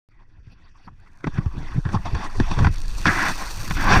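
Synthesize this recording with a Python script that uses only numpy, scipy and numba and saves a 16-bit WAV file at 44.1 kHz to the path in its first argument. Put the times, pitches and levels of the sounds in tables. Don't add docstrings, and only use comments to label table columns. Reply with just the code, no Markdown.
import sys
import numpy as np
from scipy import signal
from scipy.fft import rfft, irfft
from scipy.io import wavfile
from scipy.ndimage import uniform_filter1d
from numba import njit

SR = 44100
rng = np.random.default_rng(int(sys.argv[2]) if len(sys.argv) > 2 else 0)


def makeup_ratio(level_db):
    decades = np.asarray(level_db, float) / 20
    return 10 ** decades


def log_audio(samples):
    frames = np.atleast_2d(samples).T
    limited = np.clip(frames, -1, 1)
    pcm = np.round(limited * 32767).astype(np.int16)
    wavfile.write(sys.argv[1], SR, pcm)


N = 176400
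START_S = 0.088

# start_s, level_db, wobble_hz
EDDY_CURVE = [(0.09, -61, 90), (0.49, -48.5, 105), (0.55, -55, 92), (0.83, -60.5, 94), (0.88, -46, 104),
              (1.17, -58, 89.8), (1.23, -47, 166), (1.28, -18, 140), (1.31, -53, 123), (1.34, -36, 99.9),
              (1.39, -18.5, 126), (1.43, -36, 110), (1.47, -32, 106), (1.5, -56, 104), (1.58, -25, 122),
              (1.69, -48, 89.7), (1.73, -36.5, 113), (1.79, -12, 118), (1.83, -87, 106), (1.86, -13.5, 99),
              (1.91, -38.5, 101), (1.94, -19, 110), (1.97, -21.5, 112), (2.02, -56, 98), (2.06, -23, 102),
              (2.11, -31.5, 96), (2.16, -21.5, 117), (2.21, -36.5, 93), (2.33, -49, 95), (2.41, -14, 104),
              (2.46, -42, 89.7), (2.49, -43, 119),           (2.52, -11.5, 121), (2.55, -42, 106),
              (2.58, -14, 127), (2.65, -13, 98), (2.68, -14.5, 97.4), (2.75, -37.5, 96), (3.01, -37, 90),
              (3.04, -48, 104), (3.06, -16, 110), (3.07, -13.5, 101), (3.14, -34.5, 102), (3.26, -37, 91.7),
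              (3.29, -31, 100), (3.36, -46, 91.7), (3.56, -44, 94.5), (3.61, -26, 102), (3.65, -43, 97),
              (3.72, -25, 110), (3.75, -33, 89), (3.81, -28.5, 118), (3.96, -13, 113), (4.0, -15.5, 85)]
EDDY_DAMPING, EDDY_LUMPS_DB, EDDY_LUMPS_HZ = 0.86, 3, 25.5

# pitch_hz, width_hz, level_db within the set
BODY_RINGS = [(172, 30, 4), (300, 93, 0), (396, 102, -4), (507, 350, -13)]
BODY_DB, BODY_RUSH_SHARE = -2.5, 0.55

# start_s, level_db, starting pitch_hz, push (+1) or pull (-1)
THUMP_LIST = [(0.371, -43, 90, 1), (0.392, -35, 69, -1), (0.472, -28.5, 111, -1), (0.642, -41, 81, -1),
              (0.929, -36, 70, -1), (.874, -27, 200, -1), (1.242, -9, 337, -1), (1.269, -7, 270, 1),
              (1.384, -6.5, 192, -1), (1.462, -5.5, 105, -1), (1.785, -13.5, 127, 1), (1.858, -9, 92, 1),
              (1.942, -6, 204, -1), (1.961, -8, 115, 1), (2.132, -8.5, 69.4, 1), (2.4, 1, 272, -1),
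              (2.512, -18, 216, -1), (2.604, -4, 146, 1), (2.671, -4.5, 174, 1), (3.069, -4.5, 167, -1),
              (3.709, -10, 190, 1)]
THUMP_CYCLES = 8.3
THUMP_SAG_S, THUMP_RISE_S = 0.055, 0.0011

# start_s, level_db
PUFF_LIST = [(0.774, -58.5), (0.875, -46.5), (1.205, -46), (1.242, -24), (1.269, -27), (1.38, -35),
             (1.459, -37.5), (1.569, -43), (1.852, -31.5), (1.889, -26.5), (1.931, -37), (2.055, -32.5),
             (2.149, -23.5), (2.4, -17), (2.513, -23.5), (2.588, -19.5), (2.646, -15.5), (2.668, -15.5),
             (3.055, -9.5), (3.708, -14)]
PUFF_T60_S = 0.03
PUFF_SLAP = 4.9

# start_s, level_db, upper cavity tones over lower_db, housing brightness_db
RUSH_PARTS = [
    [(0.09, -72, 8, -8), (0.214, -59.5, -1, -17), (0.274, -70.5, 5, -6), (0.388, -61.5, 1, -11),
     (0.418, -74, 11, -4), (0.462, -62.5, 9, -3), (0.525, -56, -2, 0), (0.55, -65.5, 2, -5.5),
     (0.67, -58.5, 3, -6.5), (0.73, -75.5, 12, 1), (0.748, -60.5, 0, -9), (0.862, -58, 1, -1.5),
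     (0.882, -41.5, -12, -32), (0.898, -66, -2, -9), (0.975, -70.5, 5, -3), (1.0, -59.5, 4, -8),
     (1.224, -57.5, 3.5, -20), (1.244, -36, 5, -18), (1.256, -56, 7, -15), (1.272, -23.5, -6, -18),
     (1.29, -50, -1, -9), (1.362, -41.5, 1.5, -9.5), (1.386, -28.5, 2.5, -17.5), (1.396, -42, -7, -13),
     (1.5, -54, -7, -8)],
    [(1.55, -45, -3.5, -9), (1.762, -39.5, 1.5, -11), (1.828, -56.5, -8, -6), (1.858, -43, -3.5, -13.5),
     (1.916, -37, 2.5, -16.5), (1.95, -25.5, -22.5, -12.5), (1.98, -45.5, -1, -8.5),
     (2.042, -43.5, -3, -10), (2.062, -27.5, -11, -11), (2.1, -40.5, -6, -9.5), (2.256, -28, -7, -12.5),
     (2.284, -43, -6, -11), (2.394, -40, -4, -9), (2.402, -37, -0.5, -11.5), (2.456, -42.5, 1, -8),
     (2.514, -32.5, -14, -6), (2.548, -34, -5.5, -6.5), (2.672, -26.5, -3, -16.5), (2.698, -48.5, 5, -5.5),
     (2.962, -49.5, 7, 2), (3.053, -42, 21, 0.5)],
    [(3.057, -14, -2, -19.5), (3.071, -15.5, 8, -7.5), (3.083, -12.5, 10, -14), (3.093, -17.5, 9, -29),
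     (3.103, -17.5, 6, -24), (3.113, -20, 5.5, -16), (3.295, -19, 1, -12), (3.343, -44.5, 9, 1.5),
     (3.415, -27, -1.5, -16.5), (3.515, -45, 6, -2), (3.701, -37.5, 7, -6.5), (3.709, -30, -6, -12.5),
     (3.731, -54, 20, 2), (3.765, -29, 7.5, -6.5), (3.873, -16.5, -1.5, -16), (3.925, -10.5, 0, -8.5),
     (3.975, -13.5, -4.5, -12.5), (4.0, -24.5, 16, -8)],
]
RUSH_FLUTTER_DB, RUSH_FLUTTER_HZ = 0.5, 58.4
RUSH_THROB_DB, RUSH_THROB_HZ = 1.5, 14
STEADY_FROM_DB, STEADY_SHARE = -30, 0.25

# pitch_hz, width_hz, level_db within the set
LOWER_RINGS = [(719, 250, 4), (1084, 192, 5)]
# pitch_hz, width_hz, level_db within the set
UPPER_RINGS = [(1353, 313, -3), (1670, 232, 0.5), (1946, 174, -2), (2426, 295, -8)]
# pitch_hz, width_hz, level_db within the set
HOUSING_RINGS = [(2555, 164, 9), (3522, 365, 4.5), (4560, 270, 4), (5685, 454, 1.5), (9230, 1100, -21.5)]
TONE_PATCH_DB, TONE_PATCH_HZ = 3.5, 20.4

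# start_s, level_db
SWAY_CURVE = [(0.1, -53.5), (0.15, -45.5), (1.25, -43), (1.28, -27.5), (2.35, -26), (2.39, -16),
              (3.48, -26), (4.0, -13)]
SWAY_LOW_HZ, SWAY_HIGH_HZ, SWAY_LUMPS_DB, SWAY_LUMPS_HZ = 8.0, 28.0, 1.5, 8.7

# start_s, level_db, top treble_db, lone grains against hiss_db
SAND_CURVE = [(0.6, -96, -13.5, -2), (1.14, -85, -12, 5), (1.38, -70.5, -22, 0.5), (1.43, -71.5, -7, -4),
              (1.95, -61.5, -18, -2.5), (1.98, -62, -9, -15), (2.23, -58.5, -12, -14),
              (2.25, -48.5, -35, 5.5), (2.28, -64.5, -7, -3), (2.37, -58.5, -18, 5.5), (2.47, -65, -4, -2),
              (2.52, -52, -17, -16), (2.65, -56, -12, 2.5), (2.7, -69.5, -10.5, 8), (3.13, -40.5, -10, -3),
              (3.84, -53, -2.5, 6), (3.94, -53, 3, -5), (3.97, -45, -5, -5)]
SAND_OVER_DB = 20.5
GRAINS_PER_S = 720
GRAIN_SPREAD_DB, CLUMP_DB, CLUMP_HZ, SAND_HISS = 2.5, 7.5, 39.5, 0.64

# pitch_hz, level_db
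PATTER_COLOUR = [(180, -13), (300, -8.5), (694, -6), (1030, -1), (1250, -3.5), (1600, -10), (2230, -25),
                 (2500, -4.5), (3100, -15), (4520, -3), (4910, -10), (5880, -4), (7650, -14.5),
                 (8720, -10.5), (11000, -27.5), (12500, -25.5), (15200, -31)]

# start_s, level_db
TICK_LIST = [(1.0003, -58), (1.1328, -59), (1.1737, -55.5), (1.1874, -58), (1.2082, -56), (2.7586, -37),
             (2.77, -45), (2.7829, -34), (2.8025, -34), (2.817, -33), (2.8807, -31.5), (2.937, -45)]
TICK_OVER_DB, TICK_S, TICK_LOW_HZ = 16.0, 0.0015, 2500

TOP_LOW_HZ, TOP_OVER_DB, TOP_SIDE_DB = 12200, 15.5, 6.5

EVEN_S, EVEN_SHARE = 0.0412, 1


def rms_one(x):
    return x / np.sqrt(np.mean(x ** 2) + 1e-20)


def in_time(rows):
    s, *columns = np.transpose(rows)
    return [np.interp(np.arange(N) / SR, s, c) for c in columns]


def drift(rate_hz):
    r = np.exp(-40 * np.pi * rate_hz / SR)
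    slow = signal.lfilter([1], [1, -2 * r, r * r], rng.standard_normal(N // 20 + 1001))
    slow = slow[1000:]
    return np.interp(np.arange(N) / 20, np.arange(len(slow)), rms_one(slow))


def butter(x, hz, kind, order=2):
    return signal.sosfilt(signal.butter(order, hz, kind, fs=SR, output="sos"), x)


def evened(x):
    x = rms_one(x)
    power = uniform_filter1d(x * x, int(EVEN_S * SR)) + 1e-3
    return rms_one(x / power ** (EVEN_SHARE / 2))


def tones(x, table, loose=1):
    out, power = 0, 0
    for k, (hz, width_hz, db) in enumerate(table):
        r = np.exp(-np.pi * width_hz / SR)
        ring = signal.lfilter([1 - r, 0, r - 1], [1, -2 * r * np.cos(2 * np.pi * hz / SR), r * r], x)
        swell = makeup_ratio(db + loose * TONE_PATCH_DB * drift(TONE_PATCH_HZ))
        out = out + (-1) ** k * swell * ring
        power += makeup_ratio(db) ** 2 * np.pi * width_hz / SR
    return out / np.sqrt(power)


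def colour(x, spectrum):
    hz, db = np.transpose(spectrum)
    grid = np.linspace(1, SR / 2, 1025)
    cepstrum = irfft(np.interp(np.log(grid), np.log(hz), db) * np.log(10) / 20)
    cepstrum[1:1024] *= 2
    cepstrum[1025:] = 0
    return signal.fftconvolve(x, irfft(np.exp(rfft(cepstrum))))[:N]


@njit
def wobble(x, step, damping):
    out, low, band, low2, band2 = np.zeros(len(x)), 0., 0., 0., 0.
    for i in range(len(x)):
        band += step[i] * (x[i] - low - damping * band)
        low += step[i] * band
        band2 += step[i] * (band - low2 - damping * band2)
        low2 += step[i] * band2
        out[i] = low2
    return out


def eddies():
    db, hz = in_time(EDDY_CURVE)
    noise = wobble(rng.standard_normal(N), 2 * np.pi * hz / SR, EDDY_DAMPING) / np.sqrt(hz)
    buffet = makeup_ratio(db + EDDY_LUMPS_DB * drift(EDDY_LUMPS_HZ)) * evened(noise)
    rush_db = in_time(np.vstack(RUSH_PARTS))[0]
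    body_db = BODY_DB + (1 - BODY_RUSH_SHARE) * db + BODY_RUSH_SHARE * rush_db
    body = tones(makeup_ratio(body_db) * rng.standard_normal(N), BODY_RINGS)
    return buffet + butter(body, 650.0, "low", order=4)


def thumps():
    out, t = np.zeros(N), np.arange(SR // 5) / SR
    for s, db, hz, sign in THUMP_LIST:
        turns = hz * THUMP_SAG_S * (1 - np.exp(-t / THUMP_SAG_S))
        fade = makeup_ratio(db - 60 * t * hz / THUMP_CYCLES)
        rise = 1 - np.exp(-t / THUMP_RISE_S)
        out[int(s * SR):][:len(t)] += np.sign(sign) * fade * rise * np.sin(2 * np.pi * turns)
    return out


def puffs():
    burst, t = np.zeros(N), np.arange(SR // 5) / SR
    for s, db in PUFF_LIST:
        burst[int(s * SR):][:len(t)] += makeup_ratio(db - 60 * t / PUFF_T60_S)
    return burst


def rush(burst):
    db, upper_db, bright_db = in_time(np.vstack(RUSH_PARTS))
    loose = np.interp(db, [STEADY_FROM_DB - 10.0, STEADY_FROM_DB], [1, STEADY_SHARE])
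    unrest_db = RUSH_FLUTTER_DB * drift(RUSH_FLUTTER_HZ) + RUSH_THROB_DB * drift(RUSH_THROB_HZ)
    air = (makeup_ratio(db + loose * unrest_db) + burst) * rng.standard_normal((2, N))
    air = air + PUFF_SLAP * np.maximum(np.diff(burst, prepend=0), 0)
    lower = tones(air[0] * makeup_ratio(-upper_db / 2), LOWER_RINGS, loose)
    upper = tones(air[1] * makeup_ratio(upper_db / 2), UPPER_RINGS, loose)
    housing = tones(air[0] * makeup_ratio(bright_db), HOUSING_RINGS, loose)
    cavity = butter(butter(lower + upper, 933.0, "high"), 2460.0, "low")
    return cavity + butter(housing, 1300.0, "high")


def sway():
    db, = in_time(SWAY_CURVE)
    noise = butter(rng.standard_normal(N + SR), [SWAY_LOW_HZ, SWAY_HIGH_HZ], "band")[SR:]
    swings = makeup_ratio(db + SWAY_LUMPS_DB * drift(SWAY_LUMPS_HZ)) * evened(noise)
    return butter(swings, 55.0, "low", order=4)


def sand():
    db, top_db, lone_db = in_time(SAND_CURVE)
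    clumps = makeup_ratio(CLUMP_DB * drift(CLUMP_HZ))
    sizes = makeup_ratio(GRAIN_SPREAD_DB * np.minimum(rng.exponential(1, N), 4)) * rng.choice([-1, 1], N)
    grains = rms_one(sizes * (rng.random(N) < GRAINS_PER_S * clumps / SR))
    noise = rng.standard_normal((2, N))
    hits = makeup_ratio(db + SAND_OVER_DB) * (makeup_ratio(lone_db) * grains + SAND_HISS * noise[0])
    ticks = np.zeros(N)
    for s, tick_db in TICK_LIST:
        ticks[int(s * SR)] = makeup_ratio(tick_db + TICK_OVER_DB)
    skids = signal.lfilter([1], [1, -np.exp(-1 / (TICK_S * SR))], ticks) * noise[1]
    patter = colour(hits + butter(skids, TICK_LOW_HZ, "high"), PATTER_COLOUR)
    return wide_top(patter, top_db, noise[1])


def wide_top(patter, top_db, noise):
    body = butter(patter, TOP_LOW_HZ, "low", order=8)
    top = butter(patter, TOP_LOW_HZ, "high", order=8)
    side = butter(np.abs(top) * makeup_ratio(TOP_SIDE_DB) * noise, TOP_LOW_HZ, "high", order=8)
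    return body + makeup_ratio(top_db + TOP_OVER_DB) * (top + side * [[1], [-1]])


def scene():
    wind = eddies() + thumps() + rush(puffs()) + sway()
    return (wind + sand()) * (np.arange(N) > START_S * SR)


def band_limit(x):
    return signal.sosfilt(signal.butter(12, 15400, fs=SR, output="sos"), x)


def record(dry):
    rounded = 1.046 * np.tanh(dry / 1.449)
    mix = butter(rounded, 15400, "low", order=12)
    return band_limit(mix)


dry = scene()
out = record(dry)
log_audio(out)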